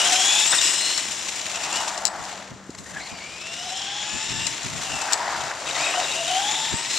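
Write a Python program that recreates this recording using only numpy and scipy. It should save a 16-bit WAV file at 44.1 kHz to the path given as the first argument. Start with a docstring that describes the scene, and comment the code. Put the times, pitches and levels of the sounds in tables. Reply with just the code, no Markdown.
"""An open asphalt lot: a small electric radio-controlled truck races away, turns, comes back and passes.
Its gears whine upward in three pulls and rattle the plastic chassis. The tyre tread hums on the road,
and the rubber scrubs and howls in the turns. Grit snaps against the body and bumps knock the shell.
Light gusts touch the microphone, and traffic hums far off."""
import sys
import numpy as np
from scipy import signal
from scipy.fft import rfft, irfft, next_fast_len
from scipy.io import wavfile
from scipy.ndimage import uniform_filter1d

SR = 44100
rng = np.random.default_rng(int(sys.argv[2]) if len(sys.argv) > 2 else 0)


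def dump_mix(stems):
    """Bounce the given channels to the path in sys.argv[1] as a 16-bit WAV at rate SR."""
    frames = np.atleast_2d(stems).T  # one column per channel
    limited = np.clip(frames, -1, 1)  # hard clip at full scale
    pcm = np.round(limited * 32767).astype(np.int16)
    wavfile.write(sys.argv[1], SR, pcm)


N = 307818
TIME = np.arange(N) / SR


def from_db(db):
    """Turn decibels into a number to multiply by."""
    return 10 ** (np.asarray(db) / 20)


def rms_one(x):
    """Scale a signal so its average power is 1."""
    return x / np.sqrt(np.mean(x ** 2) + 1e-20)


def in_time(rows):
    """Join rows that start with a time into one curve for each other column."""
    times, *columns = np.transpose(rows)
    return [np.interp(TIME, times, column) for column in columns]


def during(rows, fade_s=0.0049):
    """1 from the first row's time to the last, fading to 0 outside."""
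    return np.clip(.5 + np.minimum(TIME - rows[0][0], rows[-1][0] - TIME) / fade_s, 0, 1)


def joined(runs):
    """Curves through several runs, plus one that is 1 during each run."""
    return in_time([row for run in runs for row in run]) + [sum(during(run) for run in runs)]


def swell(peak_s, half_s):
    """A bell-shaped rise and fall."""
    return np.exp(-((TIME - peak_s) / half_s) ** 2 / 2)


def at_hz(points, hz):
    """Look up a table's value at any pitch."""
    pitches, values = np.transpose(points)
    return np.interp(np.log(np.maximum(hz, 1)), np.log(pitches), values)


def drift(rate):
    """A smooth random wobble that changes about `rate` times a second."""
    size = next_fast_len(N)
    hz = np.arange(size // 2 + 1) * SR / size
    noise = rfft(rng.standard_normal(size))
    return rms_one(irfft(noise / (1 + (hz / rate) ** 2), size)[:N])


def turning(hz):
    """The growing angle (phase) of something that repeats hz times a second."""
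    return 2 * np.pi * np.cumsum(hz) / SR


def rough_tone(phase, rough, width_hz):
    """A shaky tone: rough=0 is pure, rough=1 is a narrow band of noise."""
    shake = np.sqrt(rough / 2)
    strength = np.sqrt(1 - rough) + shake * drift(width_hz)
    return np.sqrt(2) * (strength * np.sin(phase) + shake * drift(width_hz) * np.cos(phase))


def panned(x, left_db):
    """Make stereo, with the left louder than the right by left_db."""
    left = 1 / (1 + from_db(-left_db))
    return 2 * np.array([x * left, x * (1 - left)])


# How far each pitch leans left: pitch_hz, left_db
LEFT_LEAN = [(60, 1.7), (300, 4.2), (4500, 1.9), (6300, 0.23), (7600, 21.5), (9000, 11.3), (14000, 17)]
# How alike left and right are: pitch_hz, likeness_0_to_1
STEREO_LIKENESS = [(40, 0), (140, 0.84), (350, 1), (700, 0.99), (4000, 0.76), (6000, 0.92), (7000, 0.19),
                   (9000, 0.065), (13000, 0)]
def coloured(spectrum, force=1.0):
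    """Stereo noise shaped in pitch by `spectrum` and in time by `force`, at a standard level."""
    size = next_fast_len(N)
    hz = np.arange(size // 2 + 1) * SR / size
    mid, side = rfft(rng.standard_normal((2, N)) * force, size) * from_db(at_hz(spectrum, hz))
    alike = np.clip(at_hz(STEREO_LIKENESS, hz), -1, 1)
    pair = np.sqrt(1 + alike) * mid + np.sqrt(1 - alike) * side * [[1], [-1]]
    out = irfft(pair * panned(np.ones_like(hz), at_hz(LEFT_LEAN, hz)), size)[:, :N]
    return out / np.std(out.mean(axis=0))


# The wash of far traffic: pitch_hz, level_db
TRAFFIC_SPECTRUM = [(25, -22), (70, 0), (130, -1.5), (230, 0), (340, -4), (480, -3.5), (900, -4.5),
                    (1900, -5.5), (2700, -19), (7500, -15), (10000, -47), (14000, -40)]
# One far engine: time_s, pitch_hz, level_db
ENGINE_NOTE = [(0, 189.5, -56.5), (1.5, 197.4, -56.5), (3.2, 189.3, -56), (3.9, 127.2, -62),
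               (5.5, 133.5, -63), (6.0, 151.6, -56), (6.98, 150, -52.5)]
def traffic():
    """Distant traffic hums, with one engine changing its note."""
    hz, level_db = in_time(ENGINE_NOTE)
    hum = from_db(level_db) * rough_tone(turning(hz), rough=0.52, width_hz=3.6)
    return from_db(-46.5) * coloured(TRAFFIC_SPECTRUM) + panned(hum, 1.8)


# Puffs of wind: peak_s, level_db, half_length_s
WIND_PUFFS = [(2.206, -42, 0.016), (2.528, -43, 0.019), (2.809, -46, 0.029), (2.96, -45, 0.047),
              (3.136, -39.5, 0.011), (4.152, -35.5, 0.021), (4.316, -40, 0.026), (4.416, -40.5, 0.089),
              (4.666, -34, 0.017), (4.755, -39, 0.043), (4.94, -38.5, 0.03), (5.414, -46, 0.067),
              (6.74, -28, 0.012)]
# Their rumble: pitch_hz, level_db
WIND_SPECTRUM = [(25, -15), (60, -2), (130, 4.5), (250, -2), (400, -9.5), (800, -29), (2000, -48)]
def wind():
    """Swirls of air buffet each side of the microphone separately."""
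    strength = sum(from_db(db) * swell(peak_s, half_s) for peak_s, db, half_s in WIND_PUFFS)
    return strength * np.array([coloured(WIND_SPECTRUM)[0], coloured(WIND_SPECTRUM)[0]])


# Single swirls of air: peak_s, level_db, pitch_hz
WIND_THUMPS = [(2.518, -31, 140), (2.564, -34, 240), (2.696, -22.5, 258)]
def wind_thumps():
    """A lone swirl gives the microphone one dull push."""
    out = np.zeros(N)
    for peak_s, db, hz in WIND_THUMPS:
        spread = (np.pi * hz * (TIME - peak_s)) ** 2
        out += from_db(db) * (1 - 2 * spread) * np.exp(-spread)
    return out


# The truck's path: time_s, distance_m
TRUCK_DISTANCE = [(0, 2.54), (.45, 4.7), (1.18, 9.2), (2.1, 9.05), (3.3, 15.4), (4.0, 9.6), (5.55, 4.2),
                  (6.4, 5.5), (6.98, 8.06)]
def distance():
    """Metres from the truck to the microphone."""
    return np.maximum(in_time(TRUCK_DISTANCE)[0], 1)


# Away, a sliding turn, back, a second turn, past: time_s, speed_m_per_s
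TRUCK_SPEED = [(0, 3.54), (.8, 4.62), (1.7, 5.04), (2.1, 0.82), (2.35, 2.34), (2.62, 0.33), (2.88, 1.3),
               (3.02, 2.04), (3.46, 3.12), (4.0, 4.1), (4.45, 3.7), (5.2, 2.25), (5.46, 1.73), (5.55, 0.87),
               (5.65, 1.36), (5.78, 3.75), (6.2, 3.2), (6.5, 4.57), (6.98, 3.78)]
def travel_db():
    """The truck is louder when it is faster or nearer."""
    speed = np.maximum(in_time(TRUCK_SPEED)[0], .1)
    return 20 * np.log10(speed / distance())


# Landings after bumps: start_s, level_db, decay_s
LANDINGS = [(0.526, -20.5, 0.013), (0.976, -32.5, 0.011), (2.747, -37, .005), (2.785, -45, .006),
            (4.812, -36, 0.023), (5.336, -33, 0.018), (5.507, -29, 0.01)]
# The hollow body shell: pitch_hz, level_db
SHELL_SPECTRUM = [(200, -15), (480, -13), (680, -0.5), (950, -0.5), (1350, 2), (1720, 4), (2100, -2),
                  (3000, -9), (8000, -56)]
def landings():
    """The suspension bottoms out and the hollow shell gives a short knock."""
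    force = np.zeros(N)
    for start_s, db, decay_s in LANDINGS:
        age = np.maximum(TIME - start_s, 0) / decay_s
        force += from_db(db) * 2 * age * np.exp(1 - 2 * age)
    return force * coloured(SHELL_SPECTRUM)


# Grit and chassis snaps: start_s, level_db, left_db, chatter_db (against the hit)
SNAP_HITS = [(.5821, -11, 12, -17), (.6135, -11, 12, -16), (0.9768, -4, 15, -17.5), (1.5574, -19, 8, -16),
             (1.727, -17, 4, -14), (1.771, -10, 3, -22), (1.9767, -17.5, 12, -14), (2.053, 5.5, 18, -34),
             (2.0612, -7, 16, -22), (2.069, -4.5, 11, -22), (2.078, -11, 18, -21), (2.704, -33, 8, -12),
             (2.749, -27, 4, -15.5), (2.786, -23, 7, -14), (4.4675, -5, 17, -18), (4.6319, -19, 10, -15),
             (5.016, -17, 10, -12), (5.1235, -11, 6, -23), (5.1328, 3.5, 23, -30), (5.139, -8, 10, -20),
             (5.177, -16, 12, -24)]
# The notes they ring: pitch_hz, level_db, ring_s (time to fall 60 dB)
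SNAP_NOTES = [(2730, -12, 0.0047), (4070, -8, 0.0098), (4540, -8, 0.0088), (5240, -3, 0.005),
              (6500, -11.5, 0.011), (6986, -4.5, 0.0091), (7460, 1.5, 0.0044), (7920, -25, 0.14),
              (8250, -39, 0.15), (10700, -37, 0.0029)]
def snaps(chatter_s=.0043):
    """Each hard hit rings the plastic shell and chatters briefly."""
    force, out = np.zeros((2, N)), np.zeros((2, N))
    age = TIME[:SR // 20]
    for start_s, db, left_db, chatter_db in SNAP_HITS:
        hit = from_db(chatter_db) * rng.standard_normal(len(age)) * np.exp(-age / chatter_s)
        hit[0] = 1
        at = round(start_s * SR)
        force[:, at:at + len(age)] += panned(from_db(db - 7.5) * hit, left_db)
    for k, (hz, db, ring_s) in enumerate(SNAP_NOTES):
        fade, step = from_db(-60 / (ring_s * SR)), 2 * np.pi * hz / SR
        ring = signal.lfilter([0, np.sin(step)], [1, -2 * fade * np.cos(step), fade ** 2], force + 1e-18)
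        out += (-1) ** k * from_db(db) * ring
    return out


def slide(peak_s, rise_s, fall_s):
    """A skid builds from 0 to 1 and dies away."""
    return np.exp(-((TIME - peak_s) / np.where(TIME < peak_s, rise_s, fall_s)) ** 2)


# Skids in launches and turns: peak_s, level_db, rise_s, fall_s, howl_pitch_hz
TYRE_SKIDS = [(0, -29.5, .05, 0.079, 701.2), (0.539, -37, 0.02, 0.054, 800.4), (1.77, -30, 0.15, 0.26, 880),
              (2.179, -34.5, 0.15, 0.19, 820.8), (3.02, -42, 0.11, 0.25, 760.6),
              (5.26, -27.5, 0.26, .2, 939.5), (5.88, -30, 0.18, 0.19, 701.6)]
# Rubber rubbing on asphalt: pitch_hz, level_db
SCRUB_SPECTRUM = [(100, -48), (300, -11.5), (480, -13.5), (630, 0), (950, 1.5), (1200, -1), (1450, -1),
                  (1630, -2.5), (1900, -2), (2300, -11), (3200, -17.5), (5000, -11.5), (10000, -43)]
def tyre_scrub(roll_db=-35, crisp_within_m=6.7):
    """Rubber catches and slips on coarse asphalt, swelling in each skid and duller far away."""
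    power = from_db(roll_db + 0.96 * travel_db()) ** 2
    for peak_s, db, rise_s, fall_s, _ in TYRE_SKIDS:
        power += from_db(db - 1) ** 2 * slide(peak_s, rise_s, fall_s)
    grip = from_db(.7 * drift(41) + 1.9 * drift(190))
    scrub = np.sqrt(power) * coloured(SCRUB_SPECTRUM, force=grip)
    dull = signal.sosfiltfilt(signal.butter(2, 1300, fs=SR, output="sos"), scrub)
    return dull + np.minimum(crisp_within_m / distance(), 1) * (scrub - dull)


def tyre_howl(gain_db=-6.5, pitch_sag=.25):
    """Rubber sticks and slips in a hoarse note that rises with each skid and sinks as it grips again."""
    powers, pitches = [], []
    for peak_s, db, rise_s, fall_s, hz in TYRE_SKIDS:
        sliding = slide(peak_s, rise_s, fall_s)
        powers.append(from_db(db) ** 2 * sliding + 1e-12)
        pitches.append(hz * (1 - pitch_sag * (1 - sliding)))
    phase = turning(np.average(pitches, axis=0, weights=powers))
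    howl = rough_tone(phase, rough=1, width_hz=125)
    return panned(from_db(gain_db) * np.sqrt(sum(powers)) * howl, 3.3)


# Tread blocks meeting the road, one list per run: time_s, blocks_per_s
TREAD_RUNS = [
    [(0, 680), (.12, 735), (.22, 762), (.33, 835), (.43, 860), (.52, 975), (.9, 1020)],
    [(3.4, 620), (3.55, 690), (3.74, 752), (4.0, 828), (4.35, 895), (4.6, 915)],
    [(5.93, 690), (5.96, 740), (6.0, 725), (6.05, 655)],
    [(6.16, 662), (6.26, 676), (6.29, 728), (6.36, 748), (6.42, 803), (6.52, 855), (6.68, 893), (6.82, 938)],
]
# Each run at the tyres' own note, 1 m away: level_db
TREAD_LEVELS = [-20, -17.5, -12, -10]
def tread_hum(tyre_hz=748):
    """Tread blocks slap the road so fast that they hum, loudest at the hollow tyres' own note."""
    hz, _ = joined(TREAD_RUNS)
    strength = sum(from_db(db) * during(run, fade_s=0.09) for run, db in zip(TREAD_RUNS, TREAD_LEVELS))
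    width_hz = np.where(hz < tyre_hz, 30, 50)
    resonance = 1 / np.hypot(1, (hz - tyre_hz) / width_hz)
    smooth_hz = uniform_filter1d(hz, size=SR // 16)   # the truck's weight smooths its speed
    phase = turning(smooth_hz * (1 + 0.0047 * drift(17.6)))
    hum = rough_tone(phase, rough=0.4, width_hz=36)
    hum += from_db(-21) * rough_tone(2 * phase, rough=.8, width_hz=17)
    return panned(strength * resonance * hum / distance(), 3.4)


# Moments of part throttle: peak_s, pitch_hz, level_db, half_length_s
THROTTLE_BLIPS = [(0.534, 3690, -21, .008), (0.597, 3670, -19.5, 0.009), (3.075, 4070, -34, 0.0025),
                  (5.672, 3790, -30, 0.0055), (5.713, 3800, -33, 0.0043), (5.754, 3783, -31, 0.0044),
                  (5.865, 3770, -33.5, 0.049), (6.044, 3820, -33.5, .02), (6.12, 3800, -31, 0.013),
                  (6.19, 3780, -37, .04), (6.28, 3715, -33, 0.0077)]
def speed_controller(stutter_per_s=70, stutter_db=4):
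    """Chopped current makes the motor's coils sing and stutter at a nearly steady pitch."""
    hz = in_time(THROTTLE_BLIPS)[0]
    strength = sum(from_db(db) * swell(peak_s, half_s) for peak_s, _, db, half_s in THROTTLE_BLIPS)
    stutter = rms_one(from_db(stutter_db * np.tanh(drift(stutter_per_s))))
    return panned(strength * stutter * rough_tone(turning(hz), rough=0.91, width_hz=55), 5.4)


# Strain on the gears: time_s, load_0_to_1
GEAR_LOAD = [(0, 0.37), (.4, 0.7), (.9, 0.49), (1.15, 0.29), (1.5, 0.17), (1.8, 0.42), (2.1, 0.091),
             (2.9, 0.052), (3.4, 0.45), (3.8, 0.62), (4.45, 0.62), (4.6, 0.11), (4.95, 0.34), (5.2, 0.089),
             (5.9, 0.21), (6.3, 0.2), (6.6, 0.32), (6.98, 0.42)]
def gear_load():
    """How hard the gears are working at each moment."""
    return np.clip(in_time(GEAR_LOAD)[0], 0, 1)


# Rough patches of road: start_s, boost_db, decay_s
ROAD_JOLTS = [(0.609, 4.5, 0.058), (1.332, 1, 0.2), (1.755, 5.5, 0.031), (1.876, 7.5, 0.0054),
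              (2.235, 6, 0.062), (4.45, 1.5, 0.025), (5.121, 11.5, 0.012), (5.36, 3, 0.19),
              (6.9, 4.5, 0.17)]
def drive_db(base_db=-25, full_load_db=9, attack_s=0.0035):
    """Gear noise follows speed, distance and load, with a dying shudder after each jolt."""
    shudder = np.zeros(N)
    for start_s, db, decay_s in ROAD_JOLTS:
        rise = np.interp(TIME, [start_s, start_s + attack_s], [0, 1])
        fall = np.exp(-np.maximum(TIME - start_s - attack_s, 0) / decay_s)
        shudder += (from_db(db) - 1) * rise * fall
    return base_db + travel_db() + full_load_db * gear_load() + 20 * np.log10(1 + shudder)


# Notes the gearbox case rings at: pitch_hz, width_hz, level_db
GEARBOX_NOTES = [(1370, 340, -16), (1857, 160, -10), (2480, 110, -22), (2630, 120, -9), (2890, 134, -4),
                 (3450, 330, -3.5), (3950, 71, -3.5), (5190, 89, -7.5), (5440, 390, 0.5), (6950, 350, -7),
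                 (7250, 290, -2.5), (8140, 490, -6), (11100, 1300, -24)]
def gearbox_spectrum():
    """How strongly the case rings at each pitch, as rows of pitch_hz, level_db."""
    hz = np.geomspace(20, SR / 2, 600)
    gain = sum(from_db(db) / (1 + ((hz - centre) / width) ** 2) for centre, width, db in GEARBOX_NOTES)
    return np.transpose([hz, 20 * np.log10(gain)])


def gear_rasp():
    """Teeth meet unevenly and ring the gearbox case."""
    return coloured(gearbox_spectrum(), force=from_db(1.7 * drift(29) + drift(470)))


# The plastic chassis: pitch_hz, level_db
CHASSIS_SPECTRUM = [(50, -29), (200, -17.5), (330, -3.5), (430, -11), (1200, -11), (2000, -0.5), (2800, 2),
                    (3150, -1), (3700, 0.5), (4400, -1.5), (5300, -4), (6200, 0.5), (7300, 2), (8000, -7),
                    (9200, -13), (11500, -21), (14500, -34)]
# How the rattle's treble rises and falls: time_s, level_db
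RATTLE_TREBLE = [(0, -3.5), (1.36, -3.5), (1.6, -6), (2.15, -0.5), (2.45, -10), (2.85, 4), (3.2, -8.5),
                 (3.7, -7.5), (3.9, -17), (4.9, -2.5), (5.7, -7), (6.25, -3), (6.8, -11), (6.98, -3.5)]
def chassis_rattle(knocks_per_s=130, knock_db=7.5, knock_s=0.00011):
    """Loose gears and grit shake the plastic in tiny knocks; under load this turns into gearbox rasp."""
    load = gear_load()
    clicks = (rng.random(N) < knocks_per_s / SR) * rng.random(N) ** 2
    knocks = signal.lfilter([1], [1, -np.exp(-1 / (knock_s * SR))], clicks + 1e-18)
    force = from_db(2.16 * drift(40) + 2 * drift(320)) + from_db(knock_db) * knocks
    rattle = np.sqrt(1 - load) * coloured(CHASSIS_SPECTRUM, force) + np.sqrt(load) * gear_rasp()
    treble = signal.sosfiltfilt(signal.butter(2, 5800, "high", fs=SR, output="sos"), rattle)
    treble_gain = from_db(in_time(RATTLE_TREBLE)[0] + 4)
    return from_db(drive_db() - 2.5) * (rattle + (treble_gain - 1) * treble)


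# Axle gears, one list each time they stand out: time_s, pitch_hz, level_db
AXLE_RUNS = [
    [(.28, 2457, -32), (.43, 2570, -29.5), (.5, 2810, -36), (.64, 2845, -36.5), (.85, 2902, -34.5),
     (1.05, 3090, -40)],
    [(1.54, 2680, -37), (1.7, 2560, -44), (1.77, 2940, -30), (1.85, 2940, -48)],
    [(4.03, 2538, -47), (4.15, 2578, -39), (4.3, 2726, -44.5), (4.46, 2795, -33), (4.55, 2670, -73)],
    [(4.82, 2980, -46), (4.92, 2743, -31.5), (5.06, 2610, -42), (5.14, 2580, -41)],
]
def axle_whirr():
    """The axle gears whirr: clear under load, grainy when the teeth are slack."""
    hz, level_db, running = joined(AXLE_RUNS)
    load = gear_load()
    phase = turning(hz * (1 + 0.00504 * drift(21.1)))
    clear = load * rough_tone(phase, rough=0.14, width_hz=16)
    grainy = np.sqrt(1 - load ** 2) * rough_tone(phase, rough=0.95, width_hz=140)
    return panned(running * from_db(level_db) * (clear + grainy), 3.9)


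# Lines that follow the whine at fixed ratios: times_whine_pitch, relative_level_db
WHINE_COMPANIONS = [(.482, -6.5), (.56, -16), (1.28, -9.5), (1.505, -21), (1.72, -14)]
def companion_lines(whine_hz, whine_phase):
    """Each line sings under load, and swells as it glides through a note of the gearbox case."""
    case, level_db = gearbox_spectrum(), drive_db()
    tones = np.zeros(N)
    for multiple, db in WHINE_COMPANIONS:
        strength = from_db(level_db + db + at_hz(case, multiple * whine_hz))
        tones += strength * rough_tone(multiple * whine_phase, rough=0.95, width_hz=60 * multiple)
    return np.sqrt(gear_load()) * tones


# The whine, one list per pull (the last pull takes two): time_s, pitch_hz, level_db, octave_level_db
WHINE_PULLS = [
    [(0, 2910, -21, -30), (.04, 2920, -25, -51), (.07, 3297, -17, -49), (.095, 3000, -22, -34),
     (.2, 3226, -23, -38), (.3, 3410, -18.5, -31.5), (.43, 3540, -15, -30), (.46, 3620, -28, -32),
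     (.52, 4070, -28, -27.5), (.535, 3790, -36, -41), (.555, 4160, -26, -29.5), (.6, 3705, -31, -36),
     (.66, 3960, -36, -32), (.8, 4075, -29, -38), (.96, 4270, -27, -45), (1.08, 4220, -40, -52)],
    [(2.86, 1838, -41, -69), (2.925, 1905, -40, -68), (2.948, 1668, -36, -56), (2.973, 1730, -28, -52),
     (2.99, 1590, -34, -54), (3.003, 1947, -27.5, -49), (3.03, 2170, -39, -44), (3.08, 2208, -39, -56),
     (3.12, 2489, -39, -53), (3.16, 2331, -41, -53), (3.21, 2174, -41, -54), (3.25, 2333, -39, -52),
     (3.35, 2444, -40, -59), (3.62, 2970, -35, -50), (3.8, 3274, -31, -53), (4.02, 3385, -26, -44),
     (4.15, 3563, -39, -40), (4.5, 3710, -35, -44)],
    [(5.666, 2520, -27, -55), (5.685, 2660, -25.5, -55), (5.702, 2920, -31, -55)],
    [(5.73, 1705, -48, -60), (5.77, 2070, -31, -39), (5.82, 2474, -29, -43), (5.865, 2590, -24.5, -46),
     (5.905, 2483, -23, -46), (5.925, 2770, -26, -54), (5.943, 2570, -25, -54), (5.96, 3030, -29, -50),
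     (6.03, 2750, -36, -50), (6.1, 2780, -29, -56), (6.14, 2608, -26, -63), (6.17, 2800, -29, -60),
     (6.22, 2820, -26, -58), (6.245, 2880, -31, -58), (6.28, 3050, -24, -53), (6.32, 3006, -26, -55),
     (6.41, 3280, -24.5, -46), (6.49, 3450, -26, -37.5), (6.69, 3660, -23, -39.5), (6.78, 3860, -46, -38),
     (6.98, 4090, -28, -54)],
]
# An off-centre gear meets early, then late, adding side tones: time_s, sway_radians
GEAR_SWAY = [(0, .25), (.4, .45), (1, .8), (3.55, .4), (3.85, 1.05), (4.5, 1.0), (5.7, .25), (6.35, .4),
             (6.55, 1.05)]
def gear_whine(teeth=20, air_db_per_m=2):
    """The motor gear's teeth meet thousands of times a second, making a whine with two overtones."""
    hz, level_db, octave_db, running = joined(WHINE_PULLS)
    slip = 1 - gear_load()
    skipping = slip ** 2 * np.tanh(drift(21.84))   # tyres catch and let go, so the whine stutters
    phase = turning(hz * (1 + .003 * drift(25) + .012 * skipping))
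    level_db = level_db - 3 * skipping
    swayed = phase + in_time(GEAR_SWAY)[0] * np.sin(phase / teeth + drift(27))
    whine = from_db(level_db - 5.5 - 2.5 * slip) * rough_tone(swayed, rough=0.36, width_hz=4)
    # play between the teeth smears the tone
    whine += from_db(level_db - 9.5 + 2.2 * slip) * rough_tone(swayed, rough=1, width_hz=290)
    octave = from_db(octave_db + 2.5) * rough_tone(2 * phase, rough=0.76, width_hz=150)
    octave += from_db(octave_db - 0.5) * rough_tone(2 * swayed, rough=0.92, width_hz=520)
    # the highest overtone fades first with distance
    top_db = level_db + at_hz(CHASSIS_SPECTRUM, 3 * hz) - air_db_per_m * distance()
    top = from_db(top_db) * rough_tone(3 * swayed, rough=0.73, width_hz=380)
    overtones = panned(octave, at_hz(LEFT_LEAN, 2 * hz)) + panned(top, 15)
    return running * (panned(whine + companion_lines(hz, phase), 3.6) + overtones)


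def scene(echo_s=.2, echo_db=-16.5):
    """The truck and one faint echo from the far edge of the lot, over wind and traffic."""
    truck = (gear_whine() + axle_whirr() + tread_hum() + chassis_rattle() + tyre_scrub() + tyre_howl()
             + landings() + speed_controller() + snaps())
    delayed = np.pad(truck, ((0, 0), (round(echo_s * SR), 0)))[:, :N]
    echo = signal.sosfilt(signal.butter(1, 3000, fs=SR, output="sos"), delayed)
    return truck + from_db(echo_db) * echo + wind() + wind_thumps() + traffic()


def record(dry):
    """The loudest peaks are clipped and the highest treble is cut."""
    cutoff_hz = 14400
    return signal.sosfilt(signal.ellip(10, .2, 70, cutoff_hz, fs=SR, output="sos"), np.clip(dry, -1, 1))


dry = scene()
out = record(dry)
dump_mix(out)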